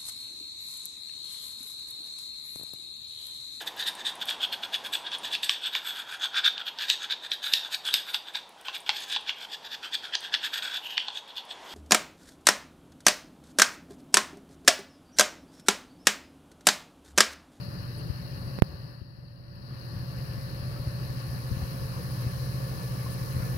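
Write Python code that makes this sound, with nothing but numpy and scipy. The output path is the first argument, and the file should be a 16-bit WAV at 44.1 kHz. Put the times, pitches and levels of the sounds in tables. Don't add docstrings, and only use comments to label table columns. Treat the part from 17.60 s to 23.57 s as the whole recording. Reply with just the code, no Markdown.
import sys
import numpy as np
from scipy import signal
from scipy.io import wavfile
from scipy.ndimage import uniform_filter1d

SR = 44100
rng = np.random.default_rng(int(sys.argv[2]) if len(sys.argv) > 2 else 0)


def nominal_scale(level):
    x = np.asarray(level, float) / 20
    return 10 ** x


def waveform_to_disk(signal):
    frames = np.transpose(np.atleast_2d(signal))
    scaled = np.clip(frames, -1, 1) * 32767
    samples = np.round(scaled).astype(np.int16)
    wavfile.write(sys.argv[1], SR, samples)


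N = 263277

# (time [s], distance [0 near - 1 far], pump level [dB])
CAMERA_PATH = [
    (0, 0.75, -7.5),
    (.5, 0.7, -7.5),
    (1, 0.72, -5),
    (1.45, 1.19, -9),
    (1.95, 1.18, -4.5),
    (2.5, .54, -5),
    (3.2, 0.48, -2.5),
    (4, .17, -0.7),
    (5.4, 0.03, 0),
    (6, -0.086, 3),
]
# (frequency [Hz], left level [dB per Hz], right level [dB per Hz])
WASH_SPECTRUM = [(20, -100, -107), (47.5, -61.5, -57.5), (91, -59, -61), (155, -59.5, -58.5),
                 (216, -73.5, -76), (330, -76.5, -73), (397, -77.5, -75.5), (760, -80.5, -83),
                 (1020, -78, -87), (1900, -84.5, -82.5), (2060, -85.5, -88.5), (2810, -85, -97),
                 (3330, -90, -100), (4300, -110, -110)]
# (frequency [Hz], left level [dB per Hz], right level [dB per Hz])
FIZZ_SPECTRUM = [(3000, -110, -110), (3540, -96, -101), (4050, -79, -96), (4230, -78.5, -99),
                 (5250, -82, -101), (6360, -89.5, -104), (7740, -99, -102), (9330, -91, -91.5),
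                 (11240, -91, -84), (12500, -93, -88.5), (13800, -92, -92), (15000, -99, -89),
                 (16400, -99, -86)]
# (frequency [Hz], left change [dB], right change [dB])
DISTANCE_CHANGE = [(39.7, -7.5, -6.5), (206, 1, -2), (395, -1.5, -10), (1190, -4, -4), (1900, -2, -3),
                   (2200, -10.5, -7.5), (2750, -2, -3), (3500, -10, -5.5), (4530, 2.6, -15),
                   (6300, -15, -17.5), (11000, -10.5, -11), (15000, -11, -13)]
# (frequency [Hz], likeness [0-1])
COHERENCE = [(50, 0.34), (130, 0.82), (290, 1), (640, 0.91), (1400, 0.31), (2500, 0.29), (3500, .02),
             (15000, 0.022)]
# (frequency [Hz], width [Hz], left level [dB], right level [dB], change at distance 1 [dB])
PIPE_MODES = [(475.6, 49, -51.5, -58.5, -30), (336, 15, -65.5, -63.5, 4.5), (287, 20, -67, -70, 7.5),
              (1727, 61, -62, -58.5, -13), (1081, 35, -71, -57.5, -17), (11340, 280, -89, -71, -15),
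              (4920, 150, -67, -72.5, -5)]
# (time [s], level [dB], direction [+1 or -1], share reaching right port [0-1])
FINGER_PUSHES = [(.0825, -29, 1, 1), (.487, -24, 1, 0), (.4955, -19, -1, 0), (.4995, -14, 1, 0),
                 (1.414, -13, 1, .1), (1.584, -19, 1, 0), (2.776, -20, 1, 0), (3.194, -20, -1, .2),
                 (3.2675, -20, -1, .85), (3.272, -19, 1, .85), (3.499, -21, 1, 0), (3.539, -22, 1, 0),
                 (3.9128, -11, 1, .1), (3.966, -21, -1, .1), (3.9685, -20, 1, .3), (4.0245, -17, 1, .55),
                 (4.217, -20, 1, 0), (4.664, -15, 1, .2), (4.941, -21, 1, .3), (5.547, -21, 1, .2),
                 (5.613, -21, 1, .2), (5.746, -18, -1, .3), (5.764, -18, 1, .6), (5.797, -16, 1, .2),
                 (5.943, -23, 1, .8)]
# (time [s], level [dB], frequency [Hz], decay by 60 dB [s])
LARGE_BUBBLES = [(2.915, -41, 310, .07), (3.105, -41, 450, .05), (3.115, -43, 650, .03),
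                 (3.16, -49, 1300, .16), (3.265, -43, 780, .03), (3.785, -42, 700, .015),
                 (3.905, -37, 500, .03), (3.963, -43, 730, .03), (4.017, -38, 740, .045),
                 (4.39, -42, 480, .12), (4.95, -38, 330, .04), (5.23, -42, 450, .1),
                 (5.46, -38, 1065, .065), (5.77, -41, 450, .07), (5.812, -48, 2050, .05),
                 (5.825, -47, 1350, .07)]
# (time [s], level [dB], frequency [Hz], length [s], left minus right [dB])
SPRAYS = [
    (0.369, -56, 10200, 0.031, -4),
    (0.994, -53, 11000, .003, 6),
    (1.95, -60.5, 11400, .02, -5),
    (2.58, -54, 13200, .012, -2.1),
    (4.502, -53, 10500, 0.025, -1),
    (4.59, -54, 12000, .05, -5),
    (5.5, -50, 9900, .05, 1),
    (5.757, -54, 11000, 0.029, -3.),
    (5.813, -50, 1600, 0.029, 9),
]
# (time [s], level [dB])
SKIN_POPS = [
    (.9877, -16.5),
    (1.0215, 12.9),
]

MAINS_HZ = 60.016 * np.array([2, 3, 4])
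SHAFT_HZ = 44.578 * np.array([1, 2, 3, 12, 15, 21, 24, 25, 27, 33])
WHINE_HZ = 580.4 * np.array([1, 2, 3])
LAMP_HZ = np.array([13120, 13293, 14501, 14675])
# (left level [dB], right level [dB], left change at distance 1 [dB], right change at distance 1 [dB])
MAINS_LEVELS = [(-37.5, -38, 1.5, 3.5), (-53, -45, 4.2, -5.5), (-69, -58, 3.5, 6.5)]
SHAFT_LEVELS = [(-80, -72, -10, 25), (-48, -63, -1, 1), (-40, -38, 2.8, -3), (-51.5, -56, -3.5, 4.5),
                (-78, -95, 9, 2), (-64.5, -84, -2, 9), (-83, -66, -23, -21), (-92, -61, -9, 0),
                (-80, -70, -20, -8), (-65, -61, 2, 0)]
WHINE_LEVELS = [(-60, -60, 0, 1.5), (-57.5, -79, -8.5, -5), (-59, -76.5, -6.5, -9)]
LAMP_LEVELS = [(-84, -95, 0, 0), (-84, -95, 0, 0), (-88, -95, 0, 0), (-88, -95, 0, 0)]

BEAT_S = 4.0171
LEFT_LAG_S = 15 / SR


def evened(x):
    return x / np.sqrt(np.mean(x ** 2, axis=-1, keepdims=True) + 1e-20)


def read(points, hz):
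    f, *columns = np.transpose(points)
    return np.array([np.interp(np.log(hz + 1), np.log(f + 1), c) for c in columns])


def along(points, t):
    s, *columns = np.transpose(points)
    return [np.interp(t, s, c) for c in columns]


def add(mix, s, sound):
    part = mix[:, round(s * SR):][:, :sound.shape[1]]
    part += sound[:, :part.shape[1]]


def stereo(left, right):
    return np.array([[left], [right]])


def panned(db, pan_db):
    return nominal_scale(db + stereo(pan_db / 2, -pan_db / 2))


def slow_drift(top_hz, t):
    total = 0
    for f in np.geomspace(top_hz / 20, top_hz, 12):
        total = total + np.sin(2 * np.pi * (f * t + rng.random())) / np.sqrt(f)
    return evened(total)


def resonance(x, hz, width):
    return signal.lfilter(*signal.iirpeak(hz, hz / width, SR), x)


def ringing_noise(length, hz, width):
    noise = rng.standard_normal((2, length))
    return evened(resonance(resonance(noise, hz, width), hz, width))


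def water(spectrum, drive, size, patchy_db, flicker_db):
    overlap = size * 3 // 4
    hz, t, (left, other) = signal.stft(drive, SR, nperseg=size, noverlap=overlap)
    same = np.clip(read(COHERENCE, hz)[0], -1, 1)[:, None]
    lead = np.exp(2j * np.pi * hz * LEFT_LAG_S)[:, None]
    right = same * left * lead + np.sqrt(1 - same ** 2) * other
    patches = uniform_filter1d(rng.standard_normal(left.shape), size // 64, 0)
    patches = uniform_filter1d(patches, 8192 // size, 1)
    field_db = patchy_db * patches / patches.std() + flicker_db * slow_drift(23.93, t)
    far = along(CAMERA_PATH, t)[0]
    level_db = read(spectrum, hz)[:, :, None] + read(DISTANCE_CHANGE, hz)[:, :, None] * far
    z = np.array([left, right]) * nominal_scale(level_db + field_db) * np.sqrt(SR / 2)
    return signal.istft(z, SR, nperseg=size, noverlap=overlap)[1][:, :N]


def wash():
    return water(WASH_SPECTRUM, rng.standard_normal((2, N)), size=2048, patchy_db=1.5, flicker_db=0.1)


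def fizz():
    burst_db = 2.8 * np.minimum(rng.exponential(1, N), 4)
    happens = rng.random(N) < 1500 / SR
    bursts = rng.standard_normal((2, N)) * nominal_scale(burst_db) * happens
    drive = evened(rng.standard_normal((2, N)) + 0.45 * evened(bursts))
    return water(FIZZ_SPECTRUM, drive, size=256, patchy_db=0.92, flicker_db=-0.2)


def pipes():
    far = along(CAMERA_PATH, np.arange(N) / SR)[0]
    out = np.zeros((2, N))
    for hz, width, left_db, right_db, far_db in PIPE_MODES:
        out += nominal_scale(stereo(left_db, right_db) + far_db * far) * ringing_noise(N, hz, width)
    return out


def bubble(hz, t60):
    t = np.arange(0, t60, 1 / SR)
    envelope = nominal_scale(-60 * t / t60) * (1 - np.exp(-t / .002))
    return envelope * np.sin(2 * np.pi * hz * t * (1 + .02 * t / t60))


def bubbles():
    out = np.zeros((2, N))
    for s, db, hz, t60 in LARGE_BUBBLES:
        left_db = 2.5 * np.log2(1800 / hz)
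        add(out, s, panned(db, left_db) * bubble(hz, t60))
    for when, pitch, size, side in rng.random((240, 4)):
        hz = 220 * 5 ** pitch
        small_db = -46 - 16 * pitch - 12 * size
        add(out, when * N / SR, panned(small_db, 8 * side - 4) * bubble(hz, 35 / hz))
    return out


def splashes():
    out = np.zeros((2, N))
    t = np.arange(SR // 10) / SR
    for s, db, hz, length, pan_db in SPRAYS:
        spray = ringing_noise(SR // 10, hz, width=870 + 0.12 * hz)
        add(out, s, panned(db, pan_db) * spray * np.sin(np.pi * np.clip(t / length, 0, 1)))
    return out


def handling():
    small = []
    for when, size, side in rng.random((70, 3)):
        s = when * N / SR
        small.append((s, -37 + 1.2 * s + 7 * size, np.sign(side - .5), .15))
    rate = np.zeros((2, N))
    rise = np.hanning(round(3.44 * SR / 1000) + 3)
    for s, db, direction, right in FINGER_PUSHES + small:
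        add(rate, s + 0.00097, direction * nominal_scale(db) * stereo(1, right) * rise / rise.sum())
    steps = np.cumsum(rate, axis=1)
    for hz, q in ((40., .75), (72., 1.15)):
        w = np.tan(np.pi * hz / SR)
        poles = [1 + w / q + w * w, 2 * (w * w - 1), 1 - w / q + w * w]
        steps = signal.lfilter([1, -2, 1], poles, steps)
    return steps


def pops():
    swing_s, trough, creep_s = 0.00463, 0.26, 0.0016
    t = np.arange(SR // 20) / SR
    swing = (1 + trough) * np.clip(1 - t / swing_s, 0, 1) ** 2.5 - trough
    creep = np.exp(-(np.maximum(t - swing_s, 0) / creep_s) ** 1.4)
    edge = ramp(t, 0, 0.000265)
    tick = 0.12 * np.exp(-t / 0.00018) * np.sin(2 * np.pi * 11800 * t)
    out = np.zeros((2, N))
    for s, db in SKIN_POPS:
        add(out, s, nominal_scale(db) * stereo(0, 1) * (edge * swing * creep + tick))
    return out


def motor(tones_hz, levels, waver_ms, flutter_db, hum_share):
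    t = np.arange(N) / SR
    coarse = t[::200]
    far, hum_db = along(CAMERA_PATH, t)
    clock = t - BEAT_S + waver_ms / 1000 * np.interp(t, coarse, slow_drift(1.484, coarse))
    clock = clock + stereo(0, LEFT_LAG_S)
    out = np.zeros((2, N))
    for hz, (left_db, right_db, *far_db) in zip(tones_hz, levels):
        flutter = flutter_db * np.interp(t, coarse, slow_drift(11, coarse))
        level_db = np.outer(far_db, far) + hum_share * hum_db + flutter + stereo(left_db, right_db)
        out += np.sqrt(2) * nominal_scale(level_db) * np.cos(2 * np.pi * hz * clock)
    return out


def lamp():
    return motor(LAMP_HZ, LAMP_LEVELS, waver_ms=.02, flutter_db=1, hum_share=0)


def skimmer():
    return motor(WHINE_HZ, WHINE_LEVELS, waver_ms=.12, flutter_db=2.4, hum_share=0)


def pumps():
    hum = motor(MAINS_HZ, MAINS_LEVELS, waver_ms=.05, flutter_db=.8, hum_share=1)
    impeller = motor(SHAFT_HZ, SHAFT_LEVELS, waver_ms=.2, flutter_db=1.7, hum_share=1)
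    return hum + impeller


def scene():
    background = wash() + fizz() + pipes() + bubbles() + splashes()
    touches = handling() + pops()
    return background + touches + lamp() + skimmer() + pumps()


def ramp(t, start_s, length_s):
    return np.sin(np.pi / 2 * np.clip((t - start_s) / length_s, 0, 1)) ** 2


def gain_control_db():
    rest_db, early_s = 0.62, 0.021
    duck_db, fall_s, back_s = -18, 0.0047, 0.025
    step_db, sink_db, sink_wait_s, sink_fall_s = -4, -6, 0.29, 0.17
    hold_s, recover_s, linger_db, linger_s = 0.29, 0.5, -3.5, 1.
    t = np.arange(N) / SR - SKIN_POPS[-1][0] + early_s
    falling = np.clip(t / fall_s, 0, 1)
    duck = duck_db * falling * np.clip(1 - (t - fall_s) / back_s, 0, 1)
    release_s = sink_wait_s + sink_fall_s + hold_s
    down = (step_db - linger_db) * falling + sink_db * ramp(t, sink_wait_s, sink_fall_s)
    linger = linger_db * falling * (1 - ramp(t, release_s, linger_s))
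    return rest_db + duck + down * (1 - ramp(t, release_s, recover_s)) + linger


def top_cut(x):
    return signal.sosfilt(signal.butter(12, 16850, fs=SR, output="sos"), x)


def record(dry):
    held = np.clip(dry * nominal_scale(gain_control_db()), -.9, .9)
    limit = signal.firwin(1023, 15830, window=("kaiser", 9), fs=SR)
    mix = signal.oaconvolve(held, limit[None], "same")
    return top_cut(mix)


dry = scene()
out = record(dry)
waveform_to_disk(out)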